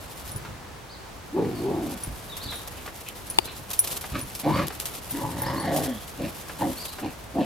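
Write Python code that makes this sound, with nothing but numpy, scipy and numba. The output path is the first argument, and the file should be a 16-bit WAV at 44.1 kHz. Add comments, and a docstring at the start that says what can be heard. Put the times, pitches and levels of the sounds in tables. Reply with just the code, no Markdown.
"""Dogs play-fight in a winter garden: rough pulses of voice ring chest, throat, mouth and teeth as growls and barks.
A metal collar tag jingles as a set of struck tones; paws thud as damped bursts of noise.
Grass and snow crackle as many tiny random fractures, claws scrape grittily, and the camera is knocked once.
Small birds chirp as bending whistles over a distant hush of filtered noise; a fence, shed and bushes echo."""
import sys
import numpy as np
from scipy import signal
from scipy.fft import rfft, irfft, next_fast_len
from scipy.io import wavfile
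from scipy.ndimage import uniform_filter1d
from numba import njit

SR = 44100
rng = np.random.default_rng(int(sys.argv[2]) if len(sys.argv) > 2 else 0)


def wrap_up_sound(samples):
    """Save the sound to the file named by the first command line argument, as 16-bit audio."""
    columns = np.atleast_2d(samples).T
    # keep every value between -1 and 1, then stretch to whole-number steps
    tamed = np.clip(columns, -1, 1)
    steps = np.round(tamed * 32767).astype(np.int16)
    wavfile.write(sys.argv[1], SR, steps)


N = 328525
T = np.arange(N) / SR  # time of every sample in seconds

# How much grass and snow rustle under the dogs. Each row: time in seconds, relative level in dB.
SCUFFLE = [(.35, -57.5), (.7, -88), (1.3, -64.5), (1.95, -54.5), (3.6, -55.5), (4.8, -50.5), (5.3, -51),
           (6.1, -56.5), (6.85, -49), (7.2, -64)]


def undb(db):
    """Turn decibels into a gain."""
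    return 10 ** (np.asarray(db) / 20)


def unit(x):
    """Scale to an average (rms) strength of 1."""
    return x / np.sqrt(np.mean(x ** 2) + 1e-18)


def steady(x, size=1300):
    """Even out the short-time strength to about 1 while keeping the single pulses."""
    power = uniform_filter1d(uniform_filter1d(x ** 2, size), size // 2)
    return x / np.sqrt(power + 1e-14)


def add(track, s, x):
    """Mix x into the track from time s in seconds."""
    i = int(np.clip(s * SR, 0, N - 1))
    track[i:i + len(x)] += x[:N - i]


def wander(count, hz):
    """Random values joined by straight lines, with hz new values a second."""
    return np.interp(np.arange(count) * hz / SR, np.arange(1024), rng.standard_normal(1024))


def follow(t, rows):
    """Read every column of a curve at the times t; the first column is time."""
    s, *columns = np.transpose(rows)
    return [np.interp(t, s, column) for column in columns]


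def spectral(x, response):
    """Filter by a response given as a function of frequency."""
    n = next_fast_len(x.shape[-1] + 2048)
    hz = np.arange(n // 2 + 1) * SR / n + 1e-3
    return irfft(rfft(x, n) * response(hz), n)[..., :x.shape[-1]]


def colour(x, points):
    """Filter along a curve of points, each a frequency in Hz and a gain in dB."""
    hz, db = np.transpose(points)
    return spectral(x, lambda f: undb(np.interp(np.log(f), np.log(hz), db)))


@njit
def svf(x, hz, width):
    """Band-pass whose centre may move at every sample, like a changing hollow space."""
    y, b, l = np.empty(len(x)), 0., 0.  # output, band-pass state, low-pass state
    for i in range(len(x)):
        g, k = np.tan(np.pi * hz[i] / SR), width / hz[i]
        v = (b + g * (x[i] - l)) / (1 + g * (g + k))
        b, l, y[i] = 2 * v - b, l + 2 * g * v, k * v
    return y


def resonate(x, hz, width_hz):
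    """A steep resonance: the band-pass applied twice."""
    centre = hz + np.zeros(len(x))
    once = svf(x, centre, float(width_hz))
    return svf(once, centre, float(width_hz))


def cavity(x, modes):
    """A hollow body: side-by-side resonances, added with alternating sign."""
    out = 0
    for k, (hz, width, db) in enumerate(modes):
        out = out + (-1) ** k * undb(db) * resonate(x, hz, width)
    return out


def ring(modes, length=.2):
    """A struck solid: each mode is a tone that falls by 60 dB in its time t60."""
    t = T[:int(length * SR)]
    return sum(undb(db - 60 * t / t60) * np.sin(2 * np.pi * hz * t) for hz, db, t60 in modes)


def ports(x):
    """Two microphone openings hear the treble out of step: equal strength, shifted phase."""
    # Each row: frequency in Hz, angle in radians by which the left leads the right.
    lead_points = [(120, 0), (400, .2), (900, .58), (2500, -.13), (8000, 1.46), (10000, 1.28), (13400, 3.4)]
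    half_lead = lambda f: np.interp(f, *np.transpose(lead_points)) / 2
    return np.array([spectral(x, lambda f: np.exp(1j * side * half_lead(f))) for side in (1, -1)])


def stereo(mid, side, wide_hz=55):
    """Sound from all around: long waves reach both sides alike, short ones differ."""
    return mid + spectral(side, lambda f: 0.74 * f / (f + wide_hz)) * np.array([[1], [-1]])


def garden(x, wet_db, t60):
    """Direct sound plus scattered echoes from fence, shed and bushes, fading by 60 dB in t60 seconds."""
    t = T[:SR // 2]
    fade = undb(-60 * t / t60) * (1 - np.exp(-t / 0.00041))
    tail = stereo(*rng.standard_normal((2, len(t)))) * fade
    tail /= np.sqrt(np.sum(tail ** 2, axis=1, keepdims=True))
    echoes = signal.fftconvolve(x[None], tail, axes=1)[:, :N]
    return ports(x) + undb(wet_db) * echoes


def strays(count, db):
    """Faint events at random moments, louder where the dogs rustle more: rows of seconds and dB."""
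    spread_db = 5
    chance = rng.random((count, 2))
    s = (np.arange(count) + chance[:, 0]) / count * T[-1]
    levels_db = np.interp(s, *np.transpose(SCUFFLE)) + db - spread_db * chance[:, 1]
    return list(zip(s, levels_db))


def hush(level_db=-42.5, waver_db=0.76):
    """Distant outdoor air: deep-coloured noise, gently wavering, with the bass alike on both sides."""
    # Tone colour of the air. Each row: frequency in Hz, relative level in dB.
    air_colour = [(15, -47), (25, -10), (60, 1), (131, -4.5), (243, -9.5), (952, -11.5), (2700, -21),
                  (3930, -23.5), (6200, -27), (15000, -35)]
    mid, side = colour(rng.standard_normal((2, N)), air_colour)
    chance = np.interp(T, np.linspace(0, T[-1], num=50), rng.standard_normal(50))
    return stereo(mid, side) / np.std(mid) * undb(level_db) * undb(waver_db * chance)


def grains(rate, spread_db, grain_s=0.0017):
    """Strength of many tiny fractures, rate a second: unequal random hits that each die away quickly."""
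    size = undb(spread_db * np.minimum(rng.exponential(size=N), 4.5))
    hits = (rng.random(N) < rate / SR) * size ** 2
    energy = signal.lfilter([1], [1, -np.exp(-1 / (grain_s * SR))], hits)
    return unit(np.sqrt(energy))


def crackling(envelope, points):
    """Noise of tiny fractures, partly direct and partly scattered, in the colour of the material."""
    direct, mid, side = rng.standard_normal((3, N))
    return colour(envelope * (0.82 * ports(direct) + 0.74 * stereo(mid, side)), points)


def scuffle():
    """Grass and snow crackle under the dogs, with bursts where paws break through and lone snaps."""
    # Paws breaking the frosty crust. Each row: start in seconds, relative level in dB, decay in seconds.
    crunches = [(1.909, -33, 0.016), (2.368, -28, 0.017), (2.675, -27.5, .007), (3.7035, -25.5, .01),
                (3.732, -21, 0.011), (3.8748, -22, 0.0054), (4.01, -28.5, 0.021), (4.35, -25.5, 0.016),
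                (4.669, -29, 0.0062), (4.8, -22, .015), (4.8556, -23.5, 0.02), (5.762, -21.5, 0.027)]
    # Sharp snaps of ice and twigs. Each row: start in seconds, relative level in dB.
    snap_rows = [(3.0875, -22), (3.8485, -21), (3.9231, -20), (4.683, -16.5)]
    # The dogs skid and scrabble. Each row: start in seconds, length in seconds, relative level in dB.
    skids = [(3.689, 0.31, -45), (5.073, 0.15, -47), (5.718, 0.18, -44.5)]
    # Colours of the rustle and of the crust. Each row: frequency in Hz, gain in dB.
    rustle_colour = [(300, 9.5), (900, 10.5), (1600, 1), (3000, 8), (6000, 5), (9000, 6.5), (12500, 11),
                     (14500, 6), (16000, -11)]
    crust_colour = [(300, -2), (1600, -2), (3000, 5.5), (6000, 5.5), (9000, 5), (12500, 12.5), (14500, 6),
                    (16000, -10)]
    stray_s, snap_s, skid_edge_s = 0.006, 0.00062, 0.032  # decays; rise and fall of a skid
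    rustle_db, patchy_db, crunch_db, snap_db = 2, 4.0, -11, -7

    bursts, snaps = np.zeros((2, N))
    t = T[:SR // 10]
    stray_crunches = [(s, db, stray_s) for s, db in strays(count=16, db=13)]
    for s, db, decay_s in crunches + stray_crunches:
        add(bursts, s, undb(db + crunch_db) * np.exp(-t / decay_s))
    for s, db in snap_rows:
        add(snaps, s, undb(db + snap_db) * np.exp(-t / snap_s))

    rustle = undb(np.interp(T, *np.transpose(SCUFFLE)))
    for s, length, db in skids:
        edges = np.clip(np.minimum(T - s, s + length - T) / skid_edge_s, 0, 1)
        rustle = np.maximum(rustle, undb(db) * edges)
    # many light steps make the rustle come in patches
    rustle *= undb(patchy_db * wander(N, hz=54.1))

    crackle = undb(rustle_db) * rustle * grains(rate=1200, spread_db=1.5, grain_s=0.002)
    crunch = bursts * grains(rate=3100, spread_db=3.0, grain_s=0.00049) + snaps
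    return crackling(crackle, rustle_colour) + crackling(crunch, crust_colour)


def collar():
    """The tag ticks on its ring, rings in several tones and rebounds; each blow loads it differently."""
    # Tag strikes. Each row: start in seconds, relative level in dB,
    # extra level of the top mode in dB, shift of all modes in Hz.
    jingles = [(0.317, -33, -6, 9), (0.3615, -32.5, 1, -42), (2.0358, -26.5, -5, 27), (2.557, -34.5, -3, 0),
               (3.3002, -25.5, -6, 21), (3.7913, -12.5, 2, 25), (4.213, -28.5, -8, -47),
               (5.109, -34, 11, -62), (5.419, -29, 7.5, -110), (5.6, -30.5, -15, -88)]
    # Modes of the tag before that shift. Each row: frequency in Hz, relative level in dB,
    # time to fall by 60 dB in seconds.
    tag = [(5870, -9, 0.033), (7000, -21, 0.055), (9895, 4.5, 0.1), (9980, -4.5, 0.12), (13340, 4.5, 0.052)]
    tag_db, tick_db, tick_s = -3, -7, 0.00063
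    rebound_s, rebound_db = 0.016, -19  # the tag falls back on its ring
    out = np.zeros(N)
    top_hz = tag[-1][0]
    for s, db, upper_db, shift_hz in jingles:
        modes = [(hz + shift_hz, mode_db + upper_db * (hz == top_hz), t60) for hz, mode_db, t60 in tag]
        tone = ring(modes)
        bright_noise = np.diff(rng.standard_normal(len(tone) + 1)) / 2
        tick = undb(tick_db) * bright_noise * np.exp(-T[:len(tone)] / tick_s)
        strike = undb(db + tag_db) * (tone + tick)
        add(out, s, strike)
        add(out, s + rebound_s, undb(rebound_db) * strike)
    return garden(out, wet_db=-6.5, t60=0.06)


def footfalls(events, hz, width_hz, decay_s, gain_db):
    """Short shoves into damped ground: dying noise through one broad resonance."""
    out, t = np.zeros(N), T[:SR // 6]
    for s, db in events:
        shove = rng.standard_normal(len(t)) * np.exp(-t / decay_s)
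        thud = resonate(shove, hz, width_hz)
        # start a little early, as the resonance takes time to build up
        add(out, s - 1 / width_hz / 2, undb(db + gain_db) * thud / np.abs(thud).max())
    return garden(out, wet_db=-5, t60=.1)


def thuds():
    """Paws land on the lawn: a low, soft resonance."""
    # Each row: time in seconds, relative peak level in dB.
    landings = [(0.353, -31.5), (0.491, -37.5), (2.074, -31.5), (2.459, -37.5), (4.123, -33.5),
                (4.225, -38.5)]
    return footfalls(landings + strays(count=8, db=11.5), hz=77.0, width_hz=112.0, decay_s=0.035, gain_db=7.0)


def pats():
    """Lighter pats and knocks of the feet: a higher, broader and shorter resonance."""
    # Each row: time in seconds, relative peak level in dB.
    touches = [(0.45, -34.5), (2.044, -37.5), (2.877, -29.5), (3.478, -35.5)]
    return footfalls(touches + strays(count=8, db=26), hz=800, width_hz=2070, decay_s=0.013, gain_db=3.5)


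def birds(waver=0.03, waver_hz=200):
    """Each chirp is a thin, slightly unsteady whistle bending through three pitches; the trees answer."""
    # Arches and falling slurs. Each row: start in seconds, length in seconds, start pitch in Hz,
    # middle pitch in Hz, end pitch in Hz, level in dB.
    chirps = [(0.891, 0.064, 3600, 4810, 3650, -47.5), (1.545, 0.064, 4740, 4500, 4210, -49),
              (2.296, .055, 3900, 3660, 3210, -41.5), (2.4, 0.082, 3450, 4640, 3230, -40.5),
              (2.482, 0.044, 3450, 4000, 3120, -36.5), (2.532, 0.016, 3800, 3850, 3750, -39),
              (3.343, .085, 3900, 4780, 4450, -48), (3.439, 0.061, 3450, 4090, 3630, -43.5),
              (4.534, 0.043, 4200, 4760, 4430, -41), (5.447, 0.044, 3820, 5170, 3900, -41),
              (5.565, 0.046, 3940, 4460, 4383, -41), (6.77, 0.067, 4300, 4650, 4620, -40),
              (6.858, 0.073, 3750, 4050, 3920, -47)]
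    out = np.zeros(N)
    for s, length, start_hz, middle_hz, end_hz, db in chirps:
        t = np.arange(0, length, 1 / SR)
        arch = np.abs(np.sin(np.pi * t / length))
        line_hz = start_hz + (end_hz - start_hz) * t / length
        hz = line_hz + (middle_hz - (start_hz + end_hz) / 2) * arch
        hz *= 1 + waver * wander(len(t), waver_hz)
        add(out, s, undb(db) * arch ** 0.18 * np.sin(2 * np.pi * np.cumsum(hz) / SR))
    return garden(out, wet_db=2, t60=0.42)


def larynx(hz, rough, jitter=.3, shimmer_db=5, weak_beat=0.7):
    """Pulses of the vocal folds; roughness shakes their timing and size and weakens every other one."""
    cycles = np.cumsum(hz) / SR
    k = np.arange(int(cycles[-1]) + 1)
    chance = rng.standard_normal((256, 2))[k]
    r = np.interp(k, cycles, rough)  # roughness at each pulse
    at = np.interp(k + jitter * r * chance[:, 0], cycles, np.arange(len(hz))).astype(int)
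    pulses = np.zeros(len(hz))
    pulses[at] = undb(shimmer_db * r * chance[:, 1]) * (1 - weak_beat * r * (k % 2))
    return pulses


def growl(t, chest_db, mouth_db, snarl_db, rumble_db, hz, rough, throat_hz, mouth_hz, muzzle_hz):
    """One call: pulses and puffs of turbulent breath ring chest, throat, mouth and teeth."""
    # Resonances of chest, open mouth and bared teeth.
    # Each row: frequency in Hz, width in Hz, relative level in dB.
    chest_modes = [(152.6, 50, -18), (250, 128, -13.5)]
    mouth_modes = [(560, 78, -2.5), (1148, 170, -17)]
    teeth_modes = [(1820, 400, -3), (2890, 220, -5), (3420, 2000, -8.5)]
    throat_width_hz, mouth_width_hz, muzzle_width_hz = 115, 240, 680
    rumble_ratio, rumble_width_hz = 0.9, 115  # rumble centre as a share of the pulse rate
    lip_ratio, lip_width_hz = 0.63, 900  # lip centre as a share of the mouth resonance
    chest_air, mouth_air, snarl_air = 1.4, 2.4, 3.8  # breath noise per pulse strength at full roughness
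    groan_db, groan_ends_at = 6, .7  # clean tone; roughness at which it is gone
    groan_wobble = .13  # size of the pitch waver at full roughness
    flap_hz, flap_db = 70.6, 2.5  # middle rate and level swing of the flapping
    puff_s, fade_s, gain_db, teeth_db = .009, 0.0067, -1.0, -2  # puff_s: decay of breath after a pulse

    rough = np.clip(rough, 0, 1)
    waver = 1 + groan_wobble * rough * wander(len(t), hz=70.05)
    pulses = larynx(hz * waver, rough)
    breath = signal.lfilter([1], [1, -np.exp(-1 / (puff_s * SR))], pulses)
    puffs = breath * rng.standard_normal(SR * 2)[:len(t)]
    low, middle, high = (unit(pulses) + air * rough * unit(puffs)
                         for air in (chest_air, mouth_air, snarl_air))
    # slack lips and palate flap at an unsteady rate and chop the breath into a rasp
    flap_rate = flap_hz * 2 ** (wander(len(t), flap_hz) / 2)
    flap = undb(flap_db * np.sin(2 * np.pi * np.cumsum(flap_rate) / SR))

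    # a clean groan sings on the throat resonance
    groan = np.cos(2 * np.pi * np.cumsum(throat_hz * waver) / SR)
    throat = resonate(low, throat_hz, throat_width_hz)
    chest = steady(throat + (0.72 + 2.77 * rough) * cavity(low, chest_modes))
    chest = steady(chest + undb(groan_db) * np.maximum(1 - rough / groan_ends_at, 0) * groan)
    # the chest rumbles near the pulse rate
    rumble = steady(resonate(low, rumble_ratio * hz, rumble_width_hz)) * undb(rumble_db)

    mouth = resonate(middle * flap, mouth_hz, mouth_width_hz) + cavity(middle * flap, mouth_modes)
    # the lips pass only a broad band round the mouth resonance
    mouth = steady(resonate(mouth, mouth_hz * lip_ratio, lip_width_hz)) * undb(mouth_db)
    snarl = resonate(high * flap, muzzle_hz, muzzle_width_hz) + cavity(high * flap, teeth_modes)
    snarl = steady(snarl) * undb(snarl_db + teeth_db)
    fade = np.clip(np.minimum(t - t[0], t[-1] - t) / fade_s, 0, 1)
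    return (chest + rumble + mouth + snarl) * undb(chest_db + gain_db) * fade


def long_growl(levels, shape, order, muzzle_hz, gain_db):
    """A drawn-out growl: the throat resonance rides on one harmonic (order) of the pulse rate."""
    t = np.arange(levels[0][0], levels[-1][0], 1 / SR)
    chest_db, mouth_db, snarl_db, rumble_db = follow(t, levels)
    rough, throat_hz, mouth_hz = follow(t, shape)
    out = np.zeros(N)
    add(out, t[0], growl(t, chest_db + gain_db, mouth_db, snarl_db, rumble_db, throat_hz / order,
                         rough, throat_hz, mouth_hz, muzzle_hz))
    return out


def bark(s, attack, hold, release, db, sag_db, mouth_db, yap_db, first_snarl_db, last_snarl_db, rumble_db,
         pitch_hz, throat_hz, mouth_hz, glide, muzzle_hz, rough):
    """Effort swells, changes and dies; pitch and throat follow it while the jaw opens or closes."""
    rise_db, fall_db = 17, 16.5  # swell over the attack, drop over the release
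    yap_s = 0.01  # the mouth flies open for about this long either side of the end of the attack
    jaw_db_per_octave = 11  # a wider jaw lets more out
    pitch_octaves_per_db = 0.01  # pitch and throat resonance rise with effort
    knees = np.cumsum([0, attack, hold, release])
    t = np.arange(0, knees[-1], 1 / SR)
    effort_db = np.interp(t, knees, [-rise_db, 0, -sag_db, -sag_db - fall_db])
    jaw = glide * (np.minimum(t, attack + hold) - attack)  # opening in octaves
    yap = yap_db * np.exp(-((t - attack) / yap_s) ** 2)
    tension = 2 ** (pitch_octaves_per_db * effort_db)
    return growl(s + t, db + effort_db, mouth_db + yap + jaw_db_per_octave * jaw,
                 np.linspace(first_snarl_db, last_snarl_db, len(t)), rumble_db,
                 pitch_hz * tension, np.full(len(t), rough), throat_hz * tension, mouth_hz * 2 ** jaw, muzzle_hz)


def dogs():
    """All growls and barks: long calls follow drawn curves, short barks follow a swell of effort."""
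    # Levels of the long growls. Each row: time in seconds, relative chest level in dB,
    # then open mouth, snarl and rumble in dB relative to the chest.
    warning_levels = [(1.325,-40,-14,-22,-10), (1.345,-30.5,-23,-32,-21), (1.378,-23,-9,-30,-19),
                      (1.46,-30.5,-14.5,-21,-5), (1.573,-37.5,-12,-18,-6), (1.659,-27,-15.5,-32,-12.5),
                      (1.713,-29.5,-6.5,-28,-9.5), (1.855,-32.5,-10.5,-24,-11), (1.98,-40.5,-8,-9,-9)]
    lunge_levels = [(4.432,-37,0,2,-5), (4.452,-32.5,-1,-11,-9), (4.468,-21.5,-3.5,-20.5,-11),
                    (4.51,-28.5,1,-9.5,2), (4.536,-31.5,-0.5,-7,2), (4.586,-31.5,4.5,-0.5,1),
                    (4.615,-31.5,2.5,-2.5,0), (4.69,-49,-6,1,9)]
    wrestling_levels = [(5.12,-47,-20,-20,-4), (5.148,-28,-19,-15,-15), (5.205,-35,-3,-10,-8),
                        (5.24,-34,5,-17,3), (5.315,-41,-3,-9,3.5), (5.47,-40,8.5,4.5,8.5),
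                        (5.585,-29.5,-4.5,-11.5,-6), (5.62,-38,1.5,-2,0), (5.68,-30.5,1.5,-3.5,-4.5),
                        (5.775,-29,4,-15,-8), (5.857,-35.5,-3,-6,1), (5.886,-26,-9,-18,-18),
                        (5.99,-42,-11,-14,-5)]
    # Their shapes, as the voice roughens and clears and the jaw moves. Each row: time in seconds,
    # roughness from 0 to 1, throat resonance in Hz, mouth resonance in Hz.
    warning_shape = [(1.33,0.25,254.2,800), (1.375,0.52,406.7,820), (1.46,0.61,405.4,800),
                     (1.58,.7,319.8,620), (1.655,0.22,397.6,750), (1.7,0.53,403,800), (1.77,0.44,337,718),
                     (1.86,0.4,298.6,634), (1.95,0.64,215.2,720)]
    lunge_shape = [(4.44,0.54,283.2,700), (4.471,0.36,322,754), (4.525,0.59,289.6,1020),
                   (4.58,0.92,265,1150), (4.615,.65,286.5,1180), (4.68,0.83,250,800)]
    wrestling_shape = [(5.12,0.23,233.3,900), (5.15,0.15,281.2,900), (5.251,.65,250,926),
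                       (5.45,0.73,235.5,880), (5.58,0.36,294.6,1100), (5.68,0.73,274.8,686),
                       (5.745,.45,299.6,664), (5.85,0.668,256,680), (5.88,0.097,274,620),
                       (5.96,.15,211.4,590)]
    # Short barks. Each row: start, attack, hold and release in seconds, relative chest level in dB,
    # sag over the hold in dB, open mouth in dB relative to the chest, yap in dB,
    # snarl at the start and at the end and rumble in dB relative to the chest,
    # then at the end of the attack: pitch in Hz, throat resonance in Hz, mouth resonance in Hz;
    # mouth glide in octaves a second, muzzle resonance in Hz, roughness from 0 to 1.
    barks = [(4.123, 0.036, 0.011, 0.075, -30, 3.5, -5, 6.5, -0.5, -5, -4, 134, 277.4, 1250, 1, 2390, 0.46),
             (6.173, 0.032, 0.052, 0.05, -31, -2.5, -6.5, 7, -15, -6.5, -4.5, 120.5, 270, 560, -1, 2500, 0.58),
             (6.59, 0.037, 0.077, 0.042, -25, 4, -2, 6, -4.5, -38, -9, 135.4, 303.6, 800, -5.5, 1910, 0.56),
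             (7.01, 0.0246, 0.024, .06, -28.5, 1, -7.5, 3, -16, -6, -5.5, 124.7, 260.4, 694, 2.5, 2500, 0.537),
             (7.338, 0.032, 0.049, 0.035, -23.5, -2.5, -4.5, 1, -39, -6, -22, 133.4, 302, 687, -0.6, 2870, 0.68)]
    out = long_growl(warning_levels, warning_shape, order=3, muzzle_hz=2290, gain_db=2.75)
    # the lunge is a bark drawn out into a snarl
    out += long_growl(lunge_levels, lunge_shape, order=2, muzzle_hz=2200, gain_db=1.7)
    out += long_growl(wrestling_levels, wrestling_shape, order=2, muzzle_hz=1840, gain_db=0.5)
    for row in barks:
        add(out, row[0], bark(*row))
    return garden(out, wet_db=-8.5, t60=0.22)


def scrapes(hz=2700, width_hz=1100):
    """Claws drag over hard ground: grainy noise in one gritty band."""
    # Each row: start in seconds, length in seconds, relative level in dB.
    drags = [(2.757, 0.07, -46), (3.057, 0.059, -42), (3.457, 0.088, -44)]
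    out = np.zeros(N)
    for s, length, db in drags:
        t = np.arange(0, length, 1 / SR)
        add(out, s, undb(db) * np.sin(np.pi * t / length))
    grit = unit(resonate(rng.standard_normal(N) * grains(rate=820, spread_db=4.0), hz, width_hz))
    return garden(out * grit, wet_db=-5.5, t60=0.074)


def clack(start_s=3.3865, level_db=10.5, crack_db=-12, crack_s=0.00051, right_db=-10):
    """One hard knock on the camera housing; it shakes the two sides in opposite directions."""
    # Modes of the housing. Each row: frequency in Hz, relative level in dB, time to fall by 60 dB in seconds.
    housing = [(360,-19,0.031), (880,-7,0.013), (2440,-13,0.011), (2770,-6,0.0084), (3490,-9.5,0.0097),
               (4360,-11.5,0.0066), (8680,-12,0.0074)]
    out = np.zeros(N)
    body = ring(housing)
    crack = undb(crack_db) * rng.standard_normal(len(body)) * np.exp(-T[:len(body)] / crack_s)
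    add(out, start_s, undb(level_db) * (body + crack))
    return np.array([out, -undb(right_db) * out])


def whistle(start_s=5.79, length_s=0.27, hz=3330, width_hz=320, level_db=-50):
    """A thin, unsteady whistle as the wrestling growl dies: noise through a narrow resonance."""
    out, t = np.zeros(N), T[:int(length_s * SR)]
    tone = steady(resonate(rng.standard_normal(SR)[:len(t)], hz, width_hz))
    swell = np.sqrt(np.abs(np.sin(np.pi * t / length_s)))
    add(out, start_s, undb(level_db) * tone * swell)
    return out


def scene():
    """Dogs, their feet and collar, and the garden round them."""
    ground = scuffle() + thuds() + pats() + scrapes()
    return hush() + ground + collar() + birds() + dogs() + clack() + whistle()


def record(dry, top_hz=16000):
    """Peaks beyond full scale are flattened, then a steep low-pass cuts the top."""
    low_pass = signal.ellip(8, .2, 70, top_hz, fs=SR, output="sos")
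    return signal.sosfilt(low_pass, np.clip(dry, -1, 1))


dry = scene()
out = record(dry)
wrap_up_sound(out)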